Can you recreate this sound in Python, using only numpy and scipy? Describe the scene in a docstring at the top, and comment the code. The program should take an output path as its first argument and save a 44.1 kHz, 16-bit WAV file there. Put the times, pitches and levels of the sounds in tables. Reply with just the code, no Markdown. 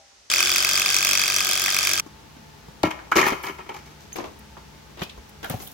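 """Impact driver and kicked bucket

A woodland building site, on a phone's stereo microphone. In front, an impact driver hammers a long
screw into a timber frame, about 47 blows a second. Then, abruptly, a dirt yard with a generator far
off: a boot kicks an empty plastic bucket, whose wall, base and air ring as it lands, skids and
tumbles away. Boots scuff the gritty ground and a board bumps down twice."""
import sys
import numpy as np
from scipy import signal
from scipy.fft import rfft, irfft, next_fast_len
from scipy.io import wavfile
from scipy.ndimage import uniform_filter1d, map_coordinates

SR = 44100
rng = np.random.default_rng(int(sys.argv[2]) if len(sys.argv) > 2 else 0)


def int16_out(signal):
    """Quantize to a 16-bit WAV file."""
    q = np.round(np.clip(np.atleast_2d(signal).T, -1, 1) * 32767)
    wavfile.write(sys.argv[1], SR, q.astype(np.int16))


N = 252693
TIME = np.arange(N) / SR
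DRIVER_ON, FIRST_BLOW, YARD_ON, KICK_AT, DRAG_AT = .2995, .2932, 2.003, 2.8365, 5.42  # s

# Noise colours: (frequency [Hz], relative density [dB])
WOODS_AIR = [(18, -41), (30, -20), (60, -2), (150, -15.5), (537, -8.5), (883, -10), (3360, -11.5),
             (5990, -7), (15800, -40)]
YARD_AIR = [(15, -47), (25, -49), (59, 2.5), (102, -8.5), (113, -6), (152, -10.5), (216, -8.5),
            (382, -12.5), (414, -10.5), (672, -18.5), (729, -22), (857, -8.5), (955, -16), (3130, -21.5),
            (6000, -24), (9000, -33.5), (15800, -34.5)]
SAND_HISS = [(1000, -18), (3000, -11), (6000, 1), (9000, -4), (12000, 5), (15800, 3.5)]
SOLE_KNOCK = [(150, -15), (350, 0.5), (600, -4.5), (800, -5.5), (1200, -7), (2500, -57)]
SOLE_SCUFF = [(500, 16), (1100, 13), (2700, 12), (4000, 7.5), (7000, -17)]
GRIT_HISS = [(1500, -7), (3500, -4.5), (6500, -1), (9000, -18.5), (12500, -7.5), (15800, -22)]
GEAR_WHIRR = [(150, -17.5), (400, -15.5), (900, -13), (1600, -5), (1900, -6), (2500, -2), (2900, -7.5),
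              (3300, 1), (3900, -8.5), (4800, -3), (6500, -4), (7200, -2), (7750, -12), (8300, -6),
              (9000, -6), (9800, -13), (15500, -22.5)]
STEEL_TICK = [(1500, -39), (4000, 4.5), (7300, 1), (9200, 5), (10700, 2.5), (11300, 3), (12200, 3),
              (14400, 2.5), (15800, 0.5)]
# Stereo width at the microphone: (frequency [Hz], left-right likeness [-1..1])
GROUND_ALIKE = [(100, 0.86), (350, 0.1), (800, 0.019), (2500, 0.17), (6000, 0.094)]
BUCKET_ALIKE = [(100, 0.96), (350, 0.94), (700, -0.18), (1100, -0.27), (2200, 0.95), (3500, 0.67),
                (6000, -0.053)]
DRIVER_ALIKE = [(100, 0.96), (300, 0.95), (700, 0.52), (1500, 0.19), (3100, 0.09), (7000, 0.0039),
                (8800, -0.91), (11000, -0.13)]
# Balance at the microphone: (frequency [Hz], left minus right [dB])
BUCKET_SIDE = [(100, 3), (350, 1.5), (650, 3), (1000, 12), (1600, -1), (6000, 2.5)]
DRIVER_SIDE = [(60, 4), (110, 0.5), (200, 3), (380, 5.5), (700, 3), (1290, 4), (2380, -2), (4400, 0.5),
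               (8120, 1.5), (15000, -1)]

# Faint tones far into the woods: (frequency [Hz], level [dB], t60 [s])
FAR_TONES = [(795, -57.5, 0.78), (650, -53, 0.16), (570, -64, 0.97)]
# The distant generator: (frequency [Hz], level [dB])
GENERATOR_TONES = [(59.2, -78), (91.5, -70), (150.7, -56), (209.9, -58.5), (689.1, -65.5), (834.4, -82),
                   (893.6, -64.5)]
# Sand spraying under sole or rim: (time [s], level [dB], t60 [s])
SAND_BURSTS = [(2.831, -24, 0.015), (2.85, -48, 0.22), (2.911, -47, .025), (3.264, -26, 0.044),
               (3.276, -25.5, 0.072), (3.3, -46, 0.55), (3.428, -38.5, 0.088), (3.442, -43.5, 0.39),
               (4.128, -37.5, 0.052), (4.16, -31, .033), (4.389, -41, .033), (5.027, -34, 0.07),
               (5.291, -40.5, .033), (5.443, -27, 0.021), (5.497, -18.5, 0.023), (5.51, -40.5, 0.17),
               (5.6, -35, .012), (5.618, -39, 0.29), (5.673, -28, .025)]
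# Timber, rim and stones: (time [s], level [dB], pitch [Hz], width [Hz], t60 [s])
CLACKS = [(1.6805, -8.5, 1700, 1900, 0.021), (1.691, -18, 1400, 700, 0.018),
          (2.832, -11.5, 3560, 3040, 0.018), (2.91, -32, 7000, 7000, 0.012),
          (2.911, -17, 2380, 2200, 0.013), (2.988, -34, 1500, 900, 0.079), (3.119, -6, 1130, 350, 0.025),
          (3.12, -9, 1490, 320, 0.041), (3.228, -11, 1780, 600, 0.049), (3.254, -16, 1730, 350, 0.05),
          (3.183, -7, 2100, 900, .03), (3.277, -16, 2260, 1200, 0.028), (3.466, -22, 4500, 3500, 0.014),
          (3.692, -27.5, 852, 130, 0.092), (3.588, -31.5, 930, 300, 0.067), (3.691, -32, 3480, 4010, .018),
          (3.742, -33, 846, 79.3, 0.072), (4.128, -29, 6350, 160, 0.061), (4.12, -35, 2400, 2500, .025),
          (4.159, -27, 1900, 1300, 0.028), (4.183, -31, 5040, 2500, .022), (4.195, -37, 1900, 1400, 0.13),
          (4.241, -33, 2200, 2600, 0.028), (4.413, -38, 1590, 1200, 0.018), (4.567, -32, 940, 597, 0.043),
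          (4.992, -33.5, 3320, 2000, 0.049), (5.017, -36.5, 2510, 130, 0.18),
          (5.027, -31, 3000, 700, 0.041), (5.019, -33, 3230, 810, 0.072), (5.034, -27, 4100, 2200, 0.028),
          (5.094, -32.5, 3180, 2200, 0.05), (5.429, -36, 2700, 1800, 0.019), (5.441, -31, 1440, 200, 0.092),
          (5.443, -24.5, 3080, 1800, 0.025), (5.455, -29, 2600, 3500, .018), (5.442, -32, 1670, 200, 0.057),
          (5.443, -32.5, 736, 300, 0.11), (5.6, -32, 4500, 5000, .012), (5.617, -33, 5000, 5000, .012),
          (5.67, -33, 3500, 900, 0.035)]
# Boots landing: (time [s], thud [dB], pitch [Hz], knock over thud [dB], scuff over thud [dB])
FOOTFALLS = [(2.063, -33, 300, -6, -32), (2.366, -40, 248, -9, -10), (2.684, -34.5, 150, -7, -25),
             (2.873, -26.5, 220, -12, -22), (3.321, -21.5, 255, -8, -9), (4.191, -30, 330, -4, -18),
             (4.574, -40, 333, 1, -6), (5.018, -24.5, 188, -6, -0.5), (5.176, -37, 60.6, -2.5, -20)]
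# Soles scraping: (time [s], knock [dB], scuff over knock [dB], grit over knock [dB])
SCRAPES = [(4.005, -55.5, -8, 5.5), (4.157, -32.5, -7, -7), (4.184, -29.5, -10.5, -24),
           (4.24, -34, -7, -16), (4.972, -44.5, 1, -14), (4.99, -42.5, 0, -11), (5.009, -39, 0.5, -4),
           (5.429, -39, 3.5, -4), (5.498, -35.5, 2, -2.5), (5.6, -42, -3, 0)]
# The board landing: (time [s], thump [dB], pitch [Hz], knock over thump [dB])
BOARD_BUMPS = [(5.503, -24, 151, -1), (5.5417, -23, 116, -2)]

# Bucket contacts: (time [s], wall [dB], hollow over wall [dB], grit over wall [dB], skid [s])
LANDINGS = [(2.831, -20, -8, -17, 0), (2.851, -22, 0.5, -14, .02), (2.906, -26.5, -13, -11, 0),
            (3.115, -20, -8, -11, 0), (3.155, -17, -1.5, -7, 0), (3.164, -12.5, -2.5, -5, .02),
            (3.178, -13.5, -7.5, -9.5, .08), (3.226, -25.5, 1, -14, .02), (3.264, -17, -8.5, -8, .045),
            (3.319, -26.5, -0.5, -18, .02), (3.435, -26, -10.5, -9, .02), (3.467, -26.5, -8, -13, .02),
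            (3.492, -30.5, -2, -13, 0), (3.585, -35.5, -2, -15, 0), (3.6, -37.5, -5, -21, 0),
            (3.661, -41.5, -6, -25, 0), (3.69, -30.5, -4, -16, 0), (3.712, -40, 0, -18, 0),
            (3.741, -36, -16, -5, 0), (3.763, -37, -11, -6.5, .02), (3.86, -47, -1.5, -2, .06)]
# Its plastic wall and hollow base: (frequency [Hz], width [Hz], relative level [dB])
WALL_PEAKS = [(866, 86, -2), (1013, 24, 3), (1044, 320, -4.5), (1350, 110, -0.5), (1445, 40, -6.5),
              (1710, 100, -6), (1857, 48, -3.5), (2225, 190, -2.5), (2510, 140, -7), (2800, 150, -11),
              (3130, 160, -10.5)]
BASE_PEAKS = [(387, 98, -3), (305, 100, -5.5), (170, 85, -13), (667, 170, -10.5)]
# The base under the boot: (frequency [Hz], t60 [s], relative level [dB])
KICK_MODES = [(309.3, 0.086, -9.5), (345, 0.06, -14), (595, 0.071, -17.5), (646, 0.032, -7),
              (728, 0.016, -2.5), (174, 0.072, -16), (102, 0.11, -22.5), (1350, 0.092, -23),
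              (2170, 0.12, -25)]
# The air inside: (time [s], pitch [Hz])
AIR_PITCH = [(2.83, 295.3), (2.9, 315), (3.16, 335), (3.2, 366.7), (3.25, 380), (3.35, 386.6), (3.8, 372.3)]

# The driver's gears: (frequency at full rate [Hz], level [dB])
GEAR_TONES = [(1484, -47), (1552, -51.5), (1597, -42), (1665, -49.5), (1708, -48), (3138, -41),
              (3252, -44.5), (3405, -57)]
# Its hammer: (time [s], rate [blows/s])
HAMMER_RATE = [(0.29, 44.15), (0.45, 44.78), (0.75, 46.93), (0.9, 47.83), (1.1, 47.93), (1.35, 47.4),
               (1.5, 46.82), (1.7, 47.34), (2.01, 47.84)]
# How hard the screw bites: (time [s], ring level [dB])
BITE = [(0.3, -14.5), (0.34, -15.5), (0.52, -17.5), (0.96, -17.5), (1.38, -16), (1.44, -22), (1.6, -20.5),
        (1.75, -19.5), (2.0, -18)]
# Square or glancing blows, over the bite: (time [s], socket [dB], screw [dB], bit [dB])
ODD_BLOWS = [(.338, 3, 5, -1), (.361, 0, -2, -5), (.383, -1, -4, 2.5), (.406, 5.5, -2, 1),
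             (.428, 3, 5, -0.5), (.473, 1, 0, -8), (.517, -2, 5.5, -2), (.561, 3.5, 3.5, 1.5),
             (.583, -1.5, 5, 1.5), (.605, -3, 6.5, -12), (.648, 4.5, 3, 3), (.692, 2, 2.5, 1),
             (.734, -6, 2, 2.5), (.756, -2.5, 5.5, -6), (.777, 4, -2, 0.5), (.819, 4, -4, 0),
             (.84, -10, -9, -16), (.862, 4.5, 6.5, -15), (.924, -0.5, -4, -3), (.945, 1, 1, 6),
             (.966, 0.5, -5, 9.5), (1.008, -2, -8, -4), (1.029, 3, -0.5, -1), (1.05, 0.5, 0, 6),
             (1.112, 2.5, 0, 2), (1.175, -0.5, -2, 4), (1.196, 0.5, 5, -4), (1.238, 2, 2, -5),
             (1.301, 0.5, 0, -3), (1.364, -0.5, -1, 3.5), (1.428, -8, -6, -2), (1.513, 2, 5, 1),
             (1.662, 4.5, -2, 1), (1.767, 6, -6, 1), (1.788, 3.5, 3, 5), (1.872, 5.5, 3, 1),
             (1.935, -1, 2, 5), (1.977, -5, -3, -1), (1.998, 3.5, -9, 4)]
# Struck timber and steel: (frequency [Hz], decay [s], relative level [dB])
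BOARD_MODES = [(238, 0.0033, -5), (570, 0.0017, -3.5), (742, 0.0034, -4), (1070, 0.0013, -20),
               (1330, 0.0053, -18)]
BEAM_MODES = [(98, 0.0067, -33.5), (140, 0.0063, -37), (196.5, 0.0062, -34.5), (353.4, 0.0092, -31),
              (428, 0.012, -44), (620, 0.0039, -28), (753, 0.012, -35.5), (1266, 0.0034, -19.5),
              (1580, 0.0087, -27), (1646, 0.0035, -29)]
SOCKET_MODES = [(1165, 0.0015, -15), (1346, 0.0016, -14), (2210, 0.00093, -4.5), (2517, 0.0013, -1.5),
                (3150, .0007, -43)]
SCREW_MODES = [(4660, 0.0014, -3.5), (5240, 0.0013, -7)]
BIT_MODES = [(5800, 0.0012, -0.5), (6470, 0.00094, -7.5), (7840, 0.0012, -11.5)]
ANVIL_MODES = [(1603, 0.0076, -26.5), (3400, 0.0012, -12.5), (3650, 0.00032, -11.5), (4710, 0.0007, -10),
               (5060, 0.0011, -12), (6480, 0.0011, -18.5), (8000, 0.00033, -11.5)]
SOFT_ANVIL_MODES = [(1630, 0.0034, -27.5), (3187, 0.002, -16.5), (3520, 0.00097, -17), (6150, .0008, -20)]


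def amp(db):
    """Decibels to gain."""
    return 10 ** (np.asarray(db) / 20)


def unit(x):
    """Scaled to rms 1."""
    return x / np.sqrt(np.mean(x ** 2) + 1e-20)


def along(points, hz):
    """Read (frequency, value) points on a log axis."""
    f, v = np.transpose(points)
    return np.interp(np.log(hz + 1), np.log(f + 1), v)


def curve(points, times=TIME):
    """Read (time, value) points at these times."""
    return np.interp(times, *np.transpose(points))


def wobble(rate):
    """A smooth random curve, rate knots a second."""
    return map_coordinates(rng.standard_normal(4000), [TIME * rate], mode="mirror")


def filtered(x, response):
    """x times a response of frequency."""
    m = next_fast_len(N + SR // 4)
    return irfft(rfft(x, m) * response(np.fft.rfftfreq(m, 1 / SR)), m)[..., :N]


def white():
    """Two unrelated white noises."""
    return rng.standard_normal((2, N))


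def noise(spectrum):
    """Two unrelated noises of rms 1 with this spectrum."""
    return unit(filtered(white(), lambda hz: amp(along(spectrum, hz))))


def resonate(x, peaks):
    """x through (frequency [Hz], width [Hz], level [dB]) resonances; white noise keeps its power."""
    def response(f):
        body = sum((-1) ** k * amp(db) * 1j * f * width / (hz * hz - f * f + 1j * f * width)
                   for k, (hz, width, db) in enumerate(peaks))
        return body / np.sqrt(np.mean(np.abs(body) ** 2))
    return filtered(x, response)


def blend(pair, alike):
    """Two unrelated signals become left and right with a given likeness."""
    turn = lambda hz: np.arccos(np.clip(along(alike, hz), -1, 1)) / 2
    mid, side = filtered(pair, lambda hz: np.array([np.cos(turn(hz)), np.sin(turn(hz))]))
    return np.array([mid + side, mid - side])


def lean(x, balance):
    """Tilt each frequency towards the left or right."""
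    return filtered(x, lambda hz: amp(np.outer([.5, -.5], along(balance, hz))))


def lay(times, shapes):
    """Add one row of samples at each time."""
    at = np.round(np.asarray(times) * SR).astype(int)[:, None] + np.arange(shapes.shape[1])
    return np.bincount(np.clip(at, 0, N).ravel(), shapes.ravel(), N + 1)[:N]


def fades(times, db, t60, attack):
    """An envelope that rises at each time and falls 60 dB in t60 seconds."""
    t = np.arange(SR // 3) / SR
    shape = amp(db[:, None] - 60 * t / np.reshape(t60, (-1, 1))) * (1 - np.exp(-t / attack))
    return np.sqrt(lay(times, shape ** 2))


def swell(t, decay):
    """A soft rise to 1 after decay seconds, then an exponential fall."""
    return t / decay * np.exp(1 - t / decay)


def ring(times, gains, modes, scatter_db, loose, apart, detune=.006):
    """Blows ring modes; phase scatters from blow to blow (loose) and from left to right (apart)."""
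    t = np.arange(int(SR * min(.06, 9 * max(m[1] for m in modes)))) / SR
    crest_s = .001  # the modes add up this far into the blow
    out = np.zeros((2, len(times), len(t)))
    for hz, decay, db in modes:
        size, phase, side, sharp = rng.standard_normal((4, len(times), 1))
        angle = 2 * np.pi * hz * (1 + detune * sharp) * (t - crest_s)
        shift = np.sqrt(hz / 1000) * (loose * phase + apart * np.array([side, -side]))
        gain = gains[:, None] * amp(db + scatter_db * np.minimum(size, 1.3))
        out += gain * swell(t, decay) * np.sin(angle + shift)
    return np.array([lay(times, side) for side in out])


def outdoors(x, t60, dull_hz):
    """Scattered echoes from trunks and vehicles; the treble dies sooner."""
    hz, t, spectrum = signal.stft(rng.standard_normal((2, SR // 2)), SR, nperseg=256)
    life = t60 / (1 + hz[:, None] / dull_hz)
    shape = amp(-60 * t / life) * np.minimum(t / 0.0052, 1) * (hz / (hz + 250))[:, None]
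    tail = signal.istft(spectrum * shape, SR, nperseg=256)[1]
    return signal.fftconvolve(x, tail / np.linalg.norm(tail[0]), axes=1)[:, :N]


def woods():
    """Leaves hush all around; faint tones die away in the distance."""
    leaves = amp(-54.5) * blend(noise(WOODS_AIR), GROUND_ALIKE)
    return leaves + sum(amp(db - 60 * TIME / t60) * np.sin(2 * np.pi * hz * TIME + 0.5 * wobble(25))
                        for hz, db, t60 in FAR_TONES)


def yard():
    """A generator drones far off under the open air, a little to the left."""
    air = amp(-47.5 + 0.097 * wobble(8.1)) * blend(noise(YARD_AIR), GROUND_ALIKE)
    drone = sum(amp(db + 1.8 * wobble(3.83)) * np.sin(2 * np.pi * hz * TIME + 0.22 * wobble(6))
                for hz, db in GENERATOR_TONES)
    return (air + drone) * amp([[.7], [-.7]])


def sand(attack_s=0.034, grain_hz=12800, width_hz=6400):
    """Grains burst brightly; late on, sand hisses and catches under a sliding sole."""
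    slide = amp(-50 + 4.5 * wobble(520) + 0.66 * wobble(18))
    slide *= np.clip((TIME - DRAG_AT) / attack_s, 0, 1)
    s, db, t60 = np.transpose(SAND_BURSTS)
    bursts = fades(s, db, t60, attack=0.0019) * white()
    return slide * noise(SAND_HISS) + resonate(bursts, [(grain_hz, width_hz, 0)])


def clacks():
    """Each hard little contact around the site rings one short, rough resonance."""
    out = np.zeros((2, N))
    t = np.arange(SR // 5) / SR
    for s, db, hz, width_hz, t60 in CLACKS:
        peak = signal.iirpeak(hz, hz / width_hz, SR)
        hiss = rng.standard_normal((2, len(t) + 2000))
        band = signal.lfilter(*peak, signal.lfilter(*peak, hiss))[:, -len(t):]
        shape = amp(-60 * t / t60) * (1 - np.exp(-t / 0.0021))
        burst = unit(band * shape) * np.sqrt(np.mean(shape ** 2))
        out += [lay([s], amp(db) * side[None]) for side in burst]
    dry = blend(out, GROUND_ALIKE)
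    return dry + amp(-8) * outdoors(dry, t60=0.26, dull_hz=7000)


def crunch(clump_db):
    """Sand grains: hiss broken into millisecond clumps."""
    clumps = unit(uniform_filter1d(rng.standard_normal(N), size=50))
    return unit(noise(GRIT_HISS) * amp(clump_db * clumps))


def sole(s, knock_db, scuff_db, grit_db, t60):
    """A sole on dirt gives a knock, a scuff and a spray of grit."""
    knock = fades(s, knock_db, t60, attack=0.00063) * noise(SOLE_KNOCK)
    scuff = fades(s, scuff_db, t60, attack=0.00047) * noise(SOLE_SCUFF)
    grit = fades(s, grit_db, t60, attack=0.00035) * crunch(clump_db=4.5)
    return blend(knock + scuff + grit, GROUND_ALIKE)


def boots():
    """Left of centre, short footfalls carry a low thud; scrapes last longer and have none."""
    s, db, thud_hz, knock_db, scuff_db = np.transpose(FOOTFALLS)
    t = np.arange(SR // 8) / SR
    cycles = thud_hz[:, None] * t  # a deeper thud lasts longer
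    thud = lay(s, amp(db)[:, None] * swell(cycles, 0.68) * np.sin(2 * np.pi * cycles))
    steps = thud + sole(s, db + knock_db, db + scuff_db, grit_db=db - 17, t60=0.074)
    s, db, scuff_db, grit_db = np.transpose(SCRAPES)
    dry = steps + sole(s, db, db + scuff_db, db + grit_db, t60=0.28)
    echo = amp(-23.5) * outdoors(dry, t60=0.17, dull_hz=6150)
    return lean(dry + echo, [(200, 0.75), (700, 5.0), (2000, 1.8)])


def board():
    """A board bumps down twice in the yard: a woody knock, then a deep thump of a few cycles."""
    s, db, thump_hz, knock_db = np.transpose(BOARD_BUMPS)
    t = np.arange(SR // 8) / SR
    thump = lay(s, amp(db)[:, None] * swell(t, 0.0049) * np.sin(2 * np.pi * thump_hz[:, None] * t))
    dry = thump + ring(s - .002, amp(db + knock_db), BOARD_MODES, scatter_db=5, loose=0.59, apart=.5)
    return (dry + amp(-8) * outdoors(dry, t60=0.78, dull_hz=6000)) * amp([[1.1], [-1.1]])


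def bucket_contacts(chatter_s=0.0172, jitter=0.33, fade_db_per_s=89):
    """A skidding rim catches again and again: times, then wall, hollow and grit levels."""
    start, level, hollow_db, grit_db, skid_s = np.transpose(LANDINGS)[..., None]
    catch = np.arange(8)
    slip, force = rng.standard_normal((len(LANDINGS), 2, len(catch))).transpose(1, 0, 2)
    skidding = catch > 0
    after = chatter_s * (catch + jitter * slip * skidding)
    heard = chatter_s * catch <= skid_s
    db = level - fade_db_per_s * after + skidding * (2 * force - 2.5)
    return [column[heard] for column in (start + after, db, db + hollow_db, db + grit_db)]


def bucket_air(s, db):
    """The air inside hums at each contact; the note rises as the mouth swings clear of the ground."""
    phase = 2 * np.pi * np.cumsum(curve(AIR_PITCH)) / SR + 0.55 * wobble(60)
    return fades(s, db, t60=0.15, attack=0.0044) * np.sin(phase)


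def kick():
    """The bucket's base booms under the boot."""
    t = np.maximum(TIME - KICK_AT, 0)
    boom = sum(amp(db - 60 * t / t60) * np.sin(2 * np.pi * hz * t) for hz, t60, db in KICK_MODES)
    return boom * (1 - np.exp(-t / 0.003))


def bucket(t60=0.094):
    """Kicked away from the microphone, it rattles, sounds hollow and grinds sand at every contact."""
    s, wall_db, hollow_db, grit_db = bucket_contacts()
    wall = resonate(fades(s, wall_db, t60 * 1.01, attack=0.00095) * white(), WALL_PEAKS)
    base = resonate(fades(s, hollow_db - 1, t60, attack=0.00045) * white(), BASE_PEAKS)
    grit = fades(s, grit_db, t60, attack=0.00063) * crunch(clump_db=2.5)
    dry = blend(wall + base + grit, BUCKET_ALIKE) + amp(1.5) * kick() + bucket_air(s, hollow_db - 2)
    echo = outdoors(filtered(dry, lambda hz: hz / (hz + 250)), t60=0.87, dull_hz=7500)
    return lean(dry + amp(-11) * echo, BUCKET_SIDE)


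def gear_whine(cycles, full_rate=47.4, wind_up_depth=0.17):
    """Gear tones follow the motor's speed, waver, and swell as the hammer winds up for each blow."""
    tones = sum(amp(db + 1.1 * wobble(7.2))
                * np.sin(2 * np.pi * hz * cycles / full_rate + 0.66 * wobble(14))
                for hz, db in GEAR_TONES)
    return tones * (1 - wind_up_depth * np.cos(2 * np.pi * cycles))


def driver(first_flight_s=.0078, second_flight_s=.0053, sag_db_per_s=2):
    """Up front, each blow ticks, rings socket, screw and bit, shakes the beam and bounces twice."""
    cycles = np.cumsum(curve(HAMMER_RATE) * (TIME >= FIRST_BLOW)) / SR
    count = int(np.interp(YARD_ON, TIME, cycles)) + 1
    late, force, bounce, bounce_force = rng.standard_normal((4, count))
    blows = np.interp(np.arange(count) + 1e-6, cycles, TIME) + .00015 * late
    # the force varies, and so does the share of socket, screw and bit
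    strength_db = -0.8 + 1.8 * force[:, None] + 1.1 * rng.standard_normal((count, 3))
    for s, *db in ODD_BLOWS:
        strength_db[np.argmin(np.abs(blows - s))] = db
    part_gains = amp(curve(BITE, blows) + strength_db.T)
    steel = sum(ring(blows - .001, gains, modes, scatter_db=1, loose=.4, apart=.33)
                for gains, modes in zip(part_gains, (SOCKET_MODES, SCREW_MODES, BIT_MODES)))
    # the hammer bounces less as the screw sinks
    rebound_db = -10 - sag_db_per_s * (TIME - DRIVER_ON)
    recoil = amp(np.interp(blows, TIME, rebound_db) + 0.44 * bounce_force)
    rebounds = blows + first_flight_s + .0005 * bounce
    anvil = ring(rebounds, recoil, ANVIL_MODES, scatter_db=3, loose=0.49, apart=0.41)
    anvil += ring(rebounds + second_flight_s, recoil, SOFT_ANVIL_MODES,
                  scatter_db=0, loose=0.46, apart=0.42)
    beam = ring(blows, amp(-13.5 + force), BEAM_MODES, scatter_db=3, loose=0.41, apart=0.7)
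    # steel meets steel just before the socket rings
    t = np.arange(SR // 80) / SR
    tick_gain = amp(-18.5 + strength_db.mean(axis=1))[:, None]
    ticks = lay(blows - .0026, tick_gain * swell(t, 0.0014))
    ticks += lay(rebounds - .0016, tick_gain * amp(-14.5) * swell(t, 0.0013))
    # the gears rattle hardest at each rebound
    rattle = lay(rebounds, recoil[:, None] * amp(-8.5) * swell(t, 0.00022))
    whirr = (amp(rebound_db - 14.5 + wobble(40.04)) + rattle) * noise(GEAR_WHIRR)
    tool = steel + anvil + beam + gear_whine(cycles)
    tool += blend(ticks * noise(STEEL_TICK) + whirr, DRIVER_ALIKE)
    tool = filtered(tool, lambda hz: 1 - np.exp(-(hz / 65) ** 2))  # a small tool radiates no deep bass
    running = curve([(DRIVER_ON, 0), (DRIVER_ON + .001, 1), (YARD_ON, 1), (YARD_ON + .004, 0)])
    return lean(tool, DRIVER_SIDE) * running


def scene():
    """The microphone is first by the driver in the woods, then in the yard."""
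    foreground = driver() + bucket() + boots() + board() + clacks() + sand()
    return foreground + np.where(TIME < YARD_ON, woods(), yard())


def record(dry, top_hz=15950, edge_hz=70):
    """The phone keeps nothing above its band limit."""
    return filtered(dry, lambda hz: (1 - np.tanh((hz - top_hz) / edge_hz)) / 2)


dry = scene()
out = record(dry)
int16_out(out)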